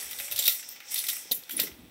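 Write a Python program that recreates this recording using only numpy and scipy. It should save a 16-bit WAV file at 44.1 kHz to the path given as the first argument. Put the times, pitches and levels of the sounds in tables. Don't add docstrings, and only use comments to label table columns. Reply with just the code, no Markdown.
import sys
import numpy as np
from scipy import signal
from scipy.io import wavfile

SR = 44100
rng = np.random.default_rng(int(sys.argv[2]) if len(sys.argv) > 2 else 0)


def unload_wav(signal):
    wavfile.write(
        sys.argv[1],
        SR,
        np.round(np.clip(np.atleast_2d(signal).T, -1, 1) * 32767).astype(np.int16),
    )


N = 83790

# (time [s], frame knock [dB], bar clang [dB], blade sheen [dB], decay [s])
LINKAGE_BLOWS = [(0.026, -40.5, -56, -34, 0.0022), (.044, -60, -63, -28, 0.0017),
                 (0.109, -46, -40.5, -31, 0.012), (0.129, -42.5, -35.5, -38, 0.0051),
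                 (.186, -45.5, -35, -32, 0.0096), (.198, -37, -33.5, -27.5, 0.0076),
                 (0.22, -46, -60, -36, 0.0049), (0.281, -41.5, -57, -37, .005),
                 (0.312, -45, -32.5, -29.5, 0.0078), (0.32, -42.5, -33.5, -24.5, 0.011),
                 (0.359, -55, -29.5, -29.5, 0.013), (.377, -43, -28.5, -40, 0.01),
                 (.388, -45, -22, -21.5, .012), (0.422, -64, -28, -28, 0.0098),
                 (0.436, -68, -31, -27, 0.024), (.453, -51, -27, -24, 0.018),
                 (0.4675, -42, -21.5, -18.5, 0.0028), (0.4774, -30.5, -16.5, -14.5, 0.0059),
                 (.492, -41, -27, -21.5, 0.019), (.515, -51, -38, -27, 0.037),
                 (0.593, -46, -47, -61, 0.0084), (.626, -46.5, -46, -57, 0.014),
                 (0.689, -65, -40, -30, 0.001), (.759, -46.5, -49, -63, .009),
                 (.802, -41, -44, -56, 0.0059), (0.814, -52, -60, -68, 0.057), (.920, -44, -48, -28, 0.004),
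                 (0.942, -43, -31.5, -20, 0.0034), (.956, -43, -30.5, -27.5, 0.015),
                 (0.976, -67, -28.5, -28, 0.023), (.989, -54, -44, -25, 0.0065),
                 (1.038, -39.5, -38, -30, 0.0087), (1.066, -55, -34, -30, 0.01),
                 (1.084, -36, -25, -23.5, 0.013), (1.098, -67, -26.5, -23, .005),
                 (1.128, -41, -56, -28.5, 0.0082), (1.166, -41, -60, -29, 0.0045),
                 (1.3117, -46, -27.5, -30, 0.0077), (1.3176, -56, -26, -13.5, 0.0022),
                 (1.324, -42.5, -34, -22.5, 0.0082), (1.342, -71, -61, -27, 0.024),
                 (1.435, -66, -42, -51, 0.0036), (1.4933, -43.5, -37.5, -32, 0.0066),
                 (1.505, -49, -43, -30.5, 0.036), (1.5641, -53, -48, -30, 0.0047),
                 (1.572, -45, -38.5, -38, 0.055), (1.591, -31.5, -35, -43, 0.009),
                 (1.5976, -34.5, -19.5, -17, 0.0068), (1.614, -41.5, -34.5, -23.5, 0.011),
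                 (1.630, -45.5, -42, -26.5, 0.016), (1.669, -43, -47, -42, 0.011),
                 (1.716, -44, -67, -70, 0.0023)]
# (frequency [Hz], gain [dB])
KNOCK_SPECTRUM = [(100, -29.5), (600, -16), (1000, -20), (1350, -3.5), (1650, -6.5), (2050, 1.5), (2600, 0),
                  (3100, -4.5), (4000, -26), (6000, -43)]
CLANG_SPECTRUM = [(1000, -35.5), (2500, -13.5), (3200, 0), (3700, 3), (4500, -0.5), (5100, -3.5),
                  (5700, -4), (6800, -9.5), (7900, -9), (11000, -8)]
SHEEN_SPECTRUM = [(3000, -60), (6800, -13), (8000, -13), (9000, -9), (9900, -5.5), (10800, -6),
                  (12000, -1.5), (13300, -1), (14500, -6), (16000, 0)]
# (frequency [Hz], width [Hz], boost [dB])
STEEL_MODES = [(1980, 77, 6), (2440, 170, 1.5), (3330, 25, -1.5), (3557, 61, 5), (3730, 22, 4.5),
               (3850, 21, -1.5), (4460, 35, -2), (4940, 41, 2.5), (5636, 34, 6.5), (5850, 110, 4),
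               (7010, 23, -7), (7510, 42, 6.5), (7780, 75, 4.5), (9800, 72, 7.5), (13060, 160, 6.5),
               (13950, 170, 6), (13900, 300, 3.5)]
# (time [s], pitch [Hz], level [dB], t60 [s])
PING_BLOWS = [(.005, 4550, -42, 0.1), (.028, 10000, -36, 0.054), (0.198, 2550, -37.5, 0.083),
              (.2, 563.4, -54.5, 0.79), (.31, 601, -49.5, 0.37), (.318, 2643, -36.5, 0.057),
              (.388, 7080, -30, .07), (.391, 7520, -24.5, 0.093), (.452, 3676, -27.5, 0.15),
              (.4785, 13780, -16, 0.055), (0.48, 3785, -20, 0.065), (0.478, 2652, -29, 0.075),
              (0.491, 9700, -33, 0.11), (0.6883, 8830, -30, 0.0087), (0.942, 9840, -22, 0.026),
              (0.986, 9870, -31, 0.26), (1.316, 3706, -28.5, .045), (1.316, 4010, -21, 0.013),
              (1.318, 4650, -24.5, 0.017), (1.3193, 13600, -12, 0.019), (1.495, 1420, -37.5, 0.013),
              (1.505, 2950, -43, 0.091), (1.506, 3294, -39.5, 0.14), (1.512, 7500, -47, 0.11),
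              (1.5645, 9830, -23.5, 0.079)]
# (frequency [Hz], level [dB], t60 [s])
JOLT_MODES = [(233, -39.5, .06), (307, -51, 0.11), (493, -35, 0.042), (666, -39, 0.036)]
# (time [s], level [dB])
RASP_ENVELOPE = [(0, -37.5), (.09, -44.5), (.17, -43), (.25, -37), (.3, -44.5), (.42, -37.5), (.53, -42),
                 (.6, -43), (.67, -65), (.885, -76), (.915, -33.5), (1.0, -40), (1.12, -35.5), (1.2, -42.5),
                 (1.29, -59), (1.485, -59), (1.51, -65), (1.65, -63), (1.73, -61.5), (1.9, -67)]
SIZZLE_ENVELOPE = [(.68, -78), (.692, -42), (.722, -39.5), (.755, -55), (.785, -80)]
# (frequency [Hz], gain [dB])
RASP_SPECTRUM = [(500, -35), (1500, -11), (2100, 0.5), (3000, -2), (3600, -3), (4900, -2.5), (5600, 4.5),
                 (7000, -1), (8000, 8.5), (9900, 4), (11000, 4), (13200, 4), (16000, -9.5)]
SIZZLE_SPECTRUM = [(8000, -47), (11500, -40), (12200, 1), (13300, -3), (15500, -4)]
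# (time [s], level [dB], pitch [Hz], decay [s])
WHEEL_BUMPS = [(.03, -62, 74, 0.045), (.17, -58, 66.3, 0.014), (.198, -49, 657, 0.0055),
               (.30, -58, 94, 0.079), (0.383, -57, 91, 0.0081), (.390, -42, 483, 0.0044),
               (.472, -42.5, 595, 0.0085), (0.483, -46.5, 430, 0.0059), (0.48, -54, 195, 0.01),
               (1.079, -59, 92, 0.0038), (1.251, -52.5, 355, 0.01), (1.374, -53, 224, 0.013),
               (1.531, -44, 268, 0.024), (1.57, -47, 277, 0.012), (1.591, -35, 580, 0.0026),
               (1.611, -39, 199, 0.0045), (1.633, -39, 290, 0.014), (1.692, -44, 338, 0.0059),
               (1.712, -49.5, 70, 0.015), (1.786, -49.5, 248, 0.019), (1.80, -53, 53.7, 0.022),
               (1.83, -50.5, 199, 0.0064)]
# (time [s], level [dB])
GRIT_ENVELOPE = [(0, -43.5), (.2, -47), (.45, -43), (.62, -55), (.72, -48.5), (.83, -52.5), (.92, -46),
                 (1.15, -49.5), (1.27, -49.5), (1.45, -52.5), (1.65, -47), (1.76, -55), (1.9, -57)]
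RIM_ENVELOPE = [(0, -50), (.3, -54), (.62, -47.5), (.72, -48.5), (.82, -62), (.9, -43.5), (1.2, -51),
                (1.3, -52.5), (1.45, -63), (1.67, -45.5), (1.75, -77), (1.9, -84)]
RUMBLE_ENVELOPE = [(0, -67.5), (.18, -67), (.38, -83), (.6, -69), (.92, -74), (1.2, -68.5), (1.37, -68),
                   (1.47, -74), (1.56, -51), (1.67, -55), (1.75, -57), (1.82, -56), (1.88, -57)]
# (frequency [Hz], gain [dB])
GRIT_SPECTRUM = [(90, -13.5), (150, -9.5), (300, -5), (560, 2.5), (700, -1), (830, 3.5), (1050, -4.5),
                 (1600, 0.5), (2050, 1.5), (2600, 5), (2900, 0.5), (3300, 6), (4700, -3.5), (7000, -11),
                 (10000, -24.5), (16000, 3)]
RIM_SPECTRUM = [(2000, -25.5), (4800, -6), (5300, 7.5), (5700, 2.5), (6300, 0.5), (6900, -5), (7800, -2.5),
                (8700, -4), (10000, -12.5), (16000, -21)]
RUMBLE_SPECTRUM = [(25, -24), (42, -21), (54, -2), (75, -3), (98, 8.5), (130, -4), (170, 6.5), (300, 10.5),
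                   (450, -3), (700, -7), (1200, -8.5), (4000, -42)]
# (frequency [Hz], t60 [s])
ROOM_DECAY = [(150, 0.35), (1000, 0.34), (3500, 0.21), (5700, 0.29), (9000, 0.14), (13000, 0.23),
              (16000, 0.19)]

CLANK_RISE_S, PING_RISE_S, THUD_RISE_S = 0.00047, 0.0018, 0.0011
ROOM_DB = -12.5


def clanks(glance_share=0.077):
    drives = np.zeros((3, N))
    for time_s, *levels_db, decay_s in LINKAGE_BLOWS:
        shape = strike(CLANK_RISE_S + glance_share * decay_s, decay_s)
        for drive, db in zip(drives, levels_db):
            burst = rng.standard_normal(len(shape)) * shape
            add(drive, time_s, amp(db) * burst * np.linalg.norm(shape) / np.linalg.norm(burst))
    spectra = (KNOCK_SPECTRUM, CLANG_SPECTRUM, SHEEN_SPECTRUM)
    return sum(colour(drive, spectrum, STEEL_MODES) for drive, spectrum in zip(drives, spectra))


def pings(roughness=0.44, flutter_s=0.0023):
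    out = np.zeros(N)
    window = np.hanning(int(flutter_s * SR))
    for time_s, hz, db, t60_s in PING_BLOWS:
        shape = strike(PING_RISE_S, t60_s / np.log(1000))
        phase = 2 * np.pi * hz * np.arange(len(shape)) / SR
        noises = rng.standard_normal((2, len(shape)))
        flutter, jitter = (unit_rms(signal.fftconvolve(noise, window, "same")) for noise in noises)
        ring = (1 + roughness * flutter) * np.sin(phase) + roughness * jitter * np.cos(phase)
        add(out, time_s, amp(db) * shape * ring / np.sqrt(1 + 2 * roughness ** 2))
    return out


def jolt(time_s=1.3105):
    out = np.zeros(N)
    for hz, db, t60_s in JOLT_MODES:
        shape = strike(THUD_RISE_S, t60_s / np.log(1000))
        phase = 2 * np.pi * hz * np.arange(len(shape)) / SR
        add(out, time_s, amp(db) * shape * np.sin(phase))
    return out


def blade(grains_per_s=4300, spread_db=1):
    sliding = grains(grains_per_s, spread_db) * level(RASP_ENVELOPE)
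    catching = grains(grains_per_s, spread_db) * level(SIZZLE_ENVELOPE)
    return colour(sliding, RASP_SPECTRUM, STEEL_MODES) + colour(catching, SIZZLE_SPECTRUM)


def wheels():
    crushing = grains(per_s=5000, spread_db=2.5) * level(GRIT_ENVELOPE)
    grit = colour(crushing, GRIT_SPECTRUM, STEEL_MODES)
    hiss = colour(rng.standard_normal(N) * level(RIM_ENVELOPE), RIM_SPECTRUM, STEEL_MODES)
    rumble = colour(rng.standard_normal(N), RUMBLE_SPECTRUM) * level(RUMBLE_ENVELOPE)
    return grit + hiss + rumble


def thuds(cutoff_hz=773):
    out = np.zeros(N)
    lowpass = signal.butter(6, cutoff_hz, fs=SR, output="sos")
    for time_s, db, hz, decay_s in WHEEL_BUMPS:
        shape = strike(THUD_RISE_S, decay_s)
        burst = shape * rng.standard_normal(len(shape))
        b, a = signal.iirpeak(hz, Q=1.58, fs=SR)
        ring = signal.lfilter(b, a, signal.lfilter(b, a, burst))
        bump = signal.sosfilt(lowpass, ring)
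        add(out, time_s, amp(db) * bump * np.linalg.norm(shape) / np.linalg.norm(bump))
    return out


def room(x, build_s=0.005):
    reflections = rng.standard_normal(SR) * (rng.random(SR) < .15)
    hz, time_s, bands = signal.stft(reflections, SR, nperseg=256)
    decay = np.exp(-np.log(1000) * time_s / interp_log_hz(ROOM_DECAY, hz)[:, None])
    tail = signal.istft(bands * decay, SR, nperseg=256)[1][:SR]
    tail *= 1 - np.exp(-(np.arange(SR) / SR / build_s) ** 2)
    return signal.fftconvolve(x, tail / np.linalg.norm(tail))[:N]


def amp(db):
    return 10 ** (np.asarray(db) / 20)


def unit_rms(x):
    return x / np.sqrt(np.mean(x ** 2) + 1e-20)


def interp_log_hz(points, hz):
    points_hz, values = np.transpose(points)
    return np.interp(np.log(hz + 1), np.log(points_hz), values)


def level(envelope):
    return amp(np.interp(np.arange(N) / SR, *np.transpose(envelope)))


def add(mix, time_s, sound):
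    part = mix[round(time_s * SR):][:len(sound)]
    part += sound[:len(part)]


def colour(x, spectrum, modes=(), size=8192):
    hz = abs(np.fft.fftfreq(size, 1 / SR))
    gain = amp(interp_log_hz(spectrum, hz))
    for mode_hz, width_hz, boost_db in modes:
        gain *= np.sqrt(1 + (amp(boost_db) ** 2 - 1) / (1 + (2 * (hz - mode_hz) / width_hz) ** 2))
    response = np.exp(np.conj(signal.hilbert(np.log(gain))))
    taps = np.fft.ifft(response).real[:size // 2]
    return signal.fftconvolve(x, taps / np.linalg.norm(taps))[:N]


def strike(rise_s, decay_s):
    time_s = np.arange(SR // 4) / SR
    shape = (1 - np.exp(-(time_s / rise_s) ** 2)) * np.exp(-time_s / decay_s)
    return shape / shape.max()


def grains(per_s, spread_db):
    strength = amp(spread_db * np.minimum(rng.exponential(1, N), 4))
    sign = rng.choice([-1., 1.], N)
    hits = rng.random(N) < per_s / SR
    return unit_rms(strength * sign * hits)


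def scene():
    cutter = clanks() + blade() + wheels() + thuds() + jolt()
    return (cutter + pings() + amp(ROOM_DB) * room(cutter))[None]


def record(dry, cutoff_hz=15780):
    taps = signal.firwin(511, cutoff_hz, window=("kaiser", 9), fs=SR)
    return signal.oaconvolve(dry, taps[None], "same")


dry = scene()
out = record(dry)
unload_wav(out)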